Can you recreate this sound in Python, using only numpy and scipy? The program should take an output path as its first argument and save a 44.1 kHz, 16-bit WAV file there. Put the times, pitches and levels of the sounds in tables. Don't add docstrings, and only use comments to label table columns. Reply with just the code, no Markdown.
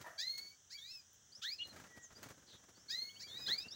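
import sys
import numpy as np
from scipy import signal
from scipy.fft import rfft, irfft, next_fast_len
from scipy.io import wavfile

SR = 44100
rng = np.random.default_rng(int(sys.argv[2]) if len(sys.argv) > 2 else 0)


def master(y):
    cut = np.clip(np.atleast_2d(y).T, -1, 1)
    pcm = np.round(cut * 32767)
    wavfile.write(sys.argv[1], SR, pcm.astype(np.int16))


N = 165375

# frequency in Hz, relative level in dB.
HISS_COLOUR = [(25,-12.5),(85,3),(300,-12),(1000,-15),(1650,-9.5),(2450,-22),(3200,-7),(4500,-21),(5900,0.5),(7200,-7),(9000,-20),(13300,-40),(15500,-15)]
PUFF_COLOUR = [(35,-23),(85,1),(250,-2.5),(480,-6.5),(1100,-30.5)]
SWISH_COLOUR = [(200,-32),(550,2),(1000,-2.5),(1700,1),(2600,-10.5),(7000,-9.5),(11500,-25)]
TICK_COLOUR = [(100,4),(700,4.5),(1800,6),(2800,-2.5),(7000,-4),(12500,-20.5),(15500,-8)]
RATTLE_COLOUR = [(150,-27),(700,1.5),(1300,-5),(1850,0.5),(2200,-14),(8000,-24.5)]
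# time in seconds, level in dB.
WING_LEVELS = [(0,-64.5),(.07,-65.5),(.2,-85.5),(.43,-73.5),(.6,-101),(1.598,-78),(1.678,-63.5),(1.92,-69),(2.04,-75.5),(2.236,-61.5),(2.34,-69),(3.15,-74.5),(3.44,-64),(3.485,-58),(3.54,-61),(3.75,-68.5)]
# start in seconds, level in dB, treble tilt in dB per octave.
TICKS = [(0.01,-50,2.5),(0.376,-44,5.5),(1.128,-55,15),(1.67,-53,6),(1.759,-51,0),(1.797,-52.5,0),
         (1.836,-51.5,-1.5),(2.103,-55,-2.5),(2.227,-45.5,2),(2.284,-53,1.5),(3.581,-52.5,4.5)]
# start in seconds, level in dB.
KNOCKS = [(.043,-53.5),(0.062,-49)]
# pitch in Hz, relative level in dB, seconds to fade by 60 dB.
CAGE_NOTES = [(651,-12,0.87),(962,3,0.072),(1414,-10,0.072),(1680,-5,0.072),(1800,-1.5,0.13)]
# start and length in seconds, first, middle and last pitch in Hz, level in dB.
CHIRPS = [(1.318,0.025,4130,4770,4600,-59),(1.348,0.022,4700,5160,5400,-52.5),(1.366,0.029,5630,5840,5300,-62.5),
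          (1.58,0.026,4250,4215,4270,-53),(1.587,0.057,2723,2889,2852,-44),(1.611,0.019,3200,3380,3300,-51.5),
          (1.627,0.043,4280,4170,4070,-54.5),(1.685,0.039,4240,4180,3980,-59.5),(1.841,0.24,1995,1922,1900,-69.5),
          (2.02,0.04,7700,7200,7340,-63.5),(2.022,0.048,6800,6460,6200,-60),(2.15,0.037,4640,4840,5170,-60.5),
          (2.748,0.033,4250,4540,4750,-67),(2.777,0.071,4800,5360,5540,-69),(3.087,0.029,2790,3150,3540,-59.5),
          (3.154,0.035,2680,3070,3300,-60.5),(3.6,0.033,3590,3780,4010,-53),(3.635,0.055,2600,2740,2797,-54.5),
          (3.682,0.01,4440,4670,4800,-50.5),(3.704,0.034,4700,5350,5800,-49),(3.712,0.061,3430,3855,4170,-56)]
HUSKY_CHIRPS = [(2.463,0.12,4750,3840,3570,-62.5)]
# time in seconds, base pitch in Hz, level in dB of the tone an octave above that pitch.
WHINE_1 = [(.185,1628,-55.5),(.21,1772,-47.5),(.235,1996,-44.5),(.3,2131,-44.5),(.375,2170,-48),(.42,2219,-53.5),(.47,2223,-53.5),(.543,2270,-70)]
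WHINE_2 = [(.78,2197,-57),(.82,2185,-78),(.9,2470,-55),(.92,2673,-54),(.975,2575,-54.5),(1.01,2405,-68)]
WHINE_3 = [(1.42,1224,-66.5),(1.452,1704,-42.5),(1.49,2116,-45),(1.537,2516,-46),(1.565,2660,-73)]
WHINE_4 = [(2.893,1558,-68.5),(2.925,1862,-45),(2.96,2031,-44.5),(3.03,2139,-45),(3.12,2205,-62.5),(3.255,2260,-61.5)]
WHINE_5 = [(3.28,2157,-58),(3.34,2113,-73),(3.385,2475,-60.5),(3.44,2516,-48.5),(3.495,2467,-54)]
WHINE_6 = [(3.478,1510,-53.5),(3.493,1717,-37.5),(3.513,1943,-35.5),(3.542,2203,-34.5),(3.57,2350,-67),(3.586,2410,-37),(3.61,2504,-51),(3.64,2704,-53)]
SECOND_1 = [(0.183,2250,-44),(0.214,2530,-41),(.228,2760,-58.5),(.27,3020,-79)]
SECOND_2 = [(0.773,1618,-59.5),(0.848,1900,-55),(0.906,2138,-57),(0.948,1740,-77)]
SECOND_3 = [(1.419,1702,-51),(1.434,2030,-49),(1.463,2790,-89)]
SECOND_4 = [(2.887,2156,-51.5),(2.915,2526,-42.5),(2.94,2710,-61),(2.991,3000,-69)]
SECOND_5 = [(3.271,1629,-58.5),(3.384,1983,-50.5),(3.452,1885,-61)]
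SECOND_6 = [(3.463,1762,-40.5),(3.472,2020,-35),(3.509,2970,-99)]
SQUAWK_1 = [(.697,1342,-91),(.73,2090,-57),(.755,2340,-48),(.775,2297,-54)]
UPPER_1 = [(0.702,2206,-61.5),(0.728,2756,-56),(.74,2940,-64)]
SQUAWK_2 = [(3.2,1464,-80),(3.238,2300,-51),(3.27,2385,-57)]
UPPER_2 = [(3.194,2254,-58),(3.22,2730,-54),(3.235,2970,-62)]
BEGGING = [(WHINE_1,SECOND_1,.5),(SQUAWK_1,UPPER_1,.5),(WHINE_2,SECOND_2,.02),(WHINE_3,SECOND_3,1),(WHINE_4,SECOND_4,.4),(SQUAWK_2,UPPER_2,.5),(WHINE_5,SECOND_5,.02),(WHINE_6,SECOND_6,.35)]
# frequency in Hz, level in dB.
BEAK_COLOUR = [(2300,-71),(3500,-59),(7000,-59),(8200,-73),(9800,-77.5),(11050,-66.5),(11900,-82.5),(15200,-63)]
# frequency in Hz, width in Hz.
NOTCHES = [(3670,49),(4075,15),(4205,7.6),(4420,23)]

HISS_DB, CUT_HZ = -67, 15880
ROOM_DB, ROOM_FADE_S, ECHO_DB, ECHO_S = -14, .23, -5.5, .012
PUFF_DB, SWISH_DB, BEATS_PER_S, BEAT_DB, UNEVEN_DB = 1, .5, 17, 1.5, 4
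TICK_RISE_S, TICK_DECAY_S = .004, .013
KNOCK_RISE_S, RATTLE_DB, RATTLE_S = .0007, -6, .066
CHIRP_JITTER, HUSKY_JITTER, CHIRP_OCTAVE_DB = .017, .1, -28.5
RASP_S, RASP_JITTER, CLEAR_JITTER, JITTER_HZ = .045, .035, .002, 680
EDGE_S, WAVER = .012, .0027
FLUTTER_DB, FLUTTER_HZ, FRAY_DB, FRAY_HZ = 2.3, 60.6, -25, 900
FULL_DB, BASE_DB = -33, -54.5
BASE_FOLLOW, OVERTONE_FOLLOW = .64, .52
PEAK_HZ, PEAK_WIDTH_HZ, PEAK_DB = 1563, 414, 12.5
SECOND_BASE_DB, SECOND_ODD_DB = -19.5, -12
SUM_TONE_DB, SUM_STEP_DB, CLEAR_MIXING = 7.5, -5, .13
AIR_DB, HOARSE_DB = -22, -24.5


def amp(db):
    return 10 ** (np.asarray(db) / 20)


def unit(x):
    return x / np.sqrt(np.mean(x ** 2) + 1e-20)


def add(mix, start, sound):
    part = mix[max(round(start * SR), 0):][:len(sound)]
    part += sound[:len(part)]


def wander(n, hz):
    size = next_fast_len(max(n, 16384))
    f = np.fft.rfftfreq(size, 1 / SR)
    return unit(irfft(rfft(rng.standard_normal(size)) / (1 + (f / hz) ** 4), size))[:n]


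def noise(colour, n, tilt_db=0):
    f = np.fft.rfftfreq(n, 1 / SR) + 1
    hz, db = np.transpose(colour)
    gain = amp(np.interp(np.log(f), np.log(hz), db) + tilt_db * np.log2(f))
    return unit(irfft(rfft(rng.standard_normal(n)) * gain, n))


def tone(phase):
    return np.sqrt(2) * np.sin(phase)


def hiss():
    return amp(HISS_DB) * noise(HISS_COLOUR, N)


def room(x, count=10):
    t = np.arange(SR // 2) / SR
    tail = rng.standard_normal(len(t)) * amp(-60 * t / ROOM_FADE_S) * np.minimum(t / ECHO_S, 1)
    response = amp(ROOM_DB) * tail / np.linalg.norm(tail)
    delays = (rng.uniform(.1, 1, count) * ECHO_S * SR).astype(int)
    response[delays] += amp(ECHO_DB) * rng.choice([-1, 1], count) / np.sqrt(count)
    return x + signal.fftconvolve(x, response)[:N]


def wings():
    level_db = np.interp(np.arange(N) / SR, *np.transpose(WING_LEVELS))
    rate = BEATS_PER_S * (1 + .211 * wander(N, hz=5.16))
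    beats = np.sin(2 * np.pi * np.cumsum(rate) / SR)
    pulse = unit(amp(BEAT_DB * beats + UNEVEN_DB * wander(N, hz=30)))
    air = amp(PUFF_DB) * noise(PUFF_COLOUR, N) + amp(SWISH_DB) * noise(SWISH_COLOUR, N)
    return pulse * amp(level_db) * air


def tick(start, db, tilt_db, size=8192):
    t = np.arange(size) / SR
    grain = unit(noise(TICK_COLOUR, size, tilt_db) * amp(wander(size, hz=402)))
    return start, amp(db) * grain * np.minimum(t / TICK_RISE_S, 1) * np.exp(-t / TICK_DECAY_S)


def knock(start, db):
    t = np.arange(SR // 2) / SR
    ring = sum(amp(level - 60 * t / fade_s) * np.sin(2 * np.pi * (hz * t + rng.random()))
               for hz, level, fade_s in CAGE_NOTES)
    rattle = amp(RATTLE_DB) * noise(RATTLE_COLOUR, len(t)) * np.exp(-t / RATTLE_S)
    return start, amp(db) * (ring + rattle) * np.minimum(t / KNOCK_RISE_S, 1)


def chirp(start, length, first_hz, middle_hz, last_hz, db, jitter=CHIRP_JITTER):
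    progress = np.linspace(0, 1, int(length * SR))
    hz = np.polyval(np.polyfit([0, .5, 1], [first_hz, middle_hz, last_hz], 2), progress)
    phase = 2 * np.pi * np.cumsum(hz * (1 + jitter * wander(len(hz), JITTER_HZ))) / SR
    swell = abs(np.sin(np.pi * progress)) ** .7
    return start, amp(db) * swell * (tone(phase) + amp(CHIRP_OCTAVE_DB) * tone(2 * phase))


def husky_chirp(*row):
    return chirp(*row, jitter=HUSKY_JITTER)


def close_echoes(x):
    for hz, width in NOTCHES:
        x = signal.lfilter(*signal.iirnotch(hz, hz / width, SR), x)
    return x


def beak(hz, db):
    full_voice_db = np.interp(hz, *np.transpose(BEAK_COLOUR))
    return amp(full_voice_db + OVERTONE_FOLLOW * (db - FULL_DB)) * (hz < CUT_HZ)


def voice(t, curve, jitter):
    times, pitches, levels = np.transpose(curve)
    hz = np.interp(t, times, pitches)
    shaky_hz = hz * (1 + jitter * wander(len(t), JITTER_HZ) + WAVER * wander(len(t), FLUTTER_HZ))
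    on = np.clip(np.minimum(t - times[0], times[-1] - t) / EDGE_S + .5, 0, 1)
    return 2 * np.pi * np.cumsum(shaky_hz) / SR, hz, np.interp(t, times, levels), on


def whine(lead, second, roughness):
    start = min(lead[0][0], second[0][0]) - EDGE_S
    t = np.arange(start, lead[-1][0] + EDGE_S, 1 / SR)
    n = len(t)
    rasp = roughness * np.exp(-((t - start) / RASP_S) ** 2)
    jitter = CLEAR_JITTER + RASP_JITTER * rasp
    lead_phase, lead_hz, lead_db, lead_on = voice(t, lead, jitter)
    second_phase, second_hz, second_db, second_on = voice(t, second, jitter)
    boost_db = PEAK_DB / (1 + ((lead_hz - PEAK_HZ) / PEAK_WIDTH_HZ) ** 2)
    base_gain = lead_on * amp(BASE_DB + BASE_FOLLOW * (lead_db - FULL_DB) + boost_db)
    lead_gain = lead_on * amp(lead_db + FLUTTER_DB * wander(n, FLUTTER_HZ))
    second_gain = second_on * amp(second_db + FLUTTER_DB * wander(n, FLUTTER_HZ))
    fray = 1 + amp(FRAY_DB) * wander(n, FRAY_HZ)
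    call = base_gain * tone(lead_phase) + lead_gain * fray * tone(2 * lead_phase)
    call += second_gain * (amp(SECOND_BASE_DB) * tone(second_phase) + tone(2 * second_phase))
    for k in range(3, 10):
        call += lead_on * beak(k * lead_hz, lead_db) * tone(k * lead_phase)
        odd_cut = amp(SECOND_ODD_DB * (k % 2))
        call += second_on * beak(k * second_hz, second_db) * odd_cut * tone(k * second_phase)
    mixing = lead_on * second_on * (CLEAR_MIXING + (1 - CLEAR_MIXING) * np.sqrt(rasp))
    for i in range(1, 4):
        for j in range(1, 4):
            gain = beak(i * lead_hz + j * second_hz, (lead_db + second_db) / 2)
            gain *= amp(SUM_TONE_DB + SUM_STEP_DB * (i + j - 4.5))
            call += mixing * gain * tone(i * lead_phase + j * second_phase)
    air = amp(HOARSE_DB) * roughness * np.sqrt(rasp) + amp(AIR_DB)
    breath = air * (lead_gain + second_gain) * noise(BEAK_COLOUR, N)[:n]
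    return start, close_echoes(call + breath)


def scene():
    mix = np.zeros(N)
    for source, table in ((whine, BEGGING), (chirp, CHIRPS), (husky_chirp, HUSKY_CHIRPS),
                          (tick, TICKS), (knock, KNOCKS)):
        for row in table:
            add(mix, *source(*row))
    return (room(mix) + wings() + hiss())[None]


def record(dry):
    bass_cut = signal.butter(2, 55, "high", fs=SR, output="sos")
    treble_cut = signal.firwin(801, CUT_HZ, window=("kaiser", 9), fs=SR)
    return signal.oaconvolve(signal.sosfilt(bass_cut, dry), treble_cut[None], "same")


dry = scene()
out = record(dry)
master(out)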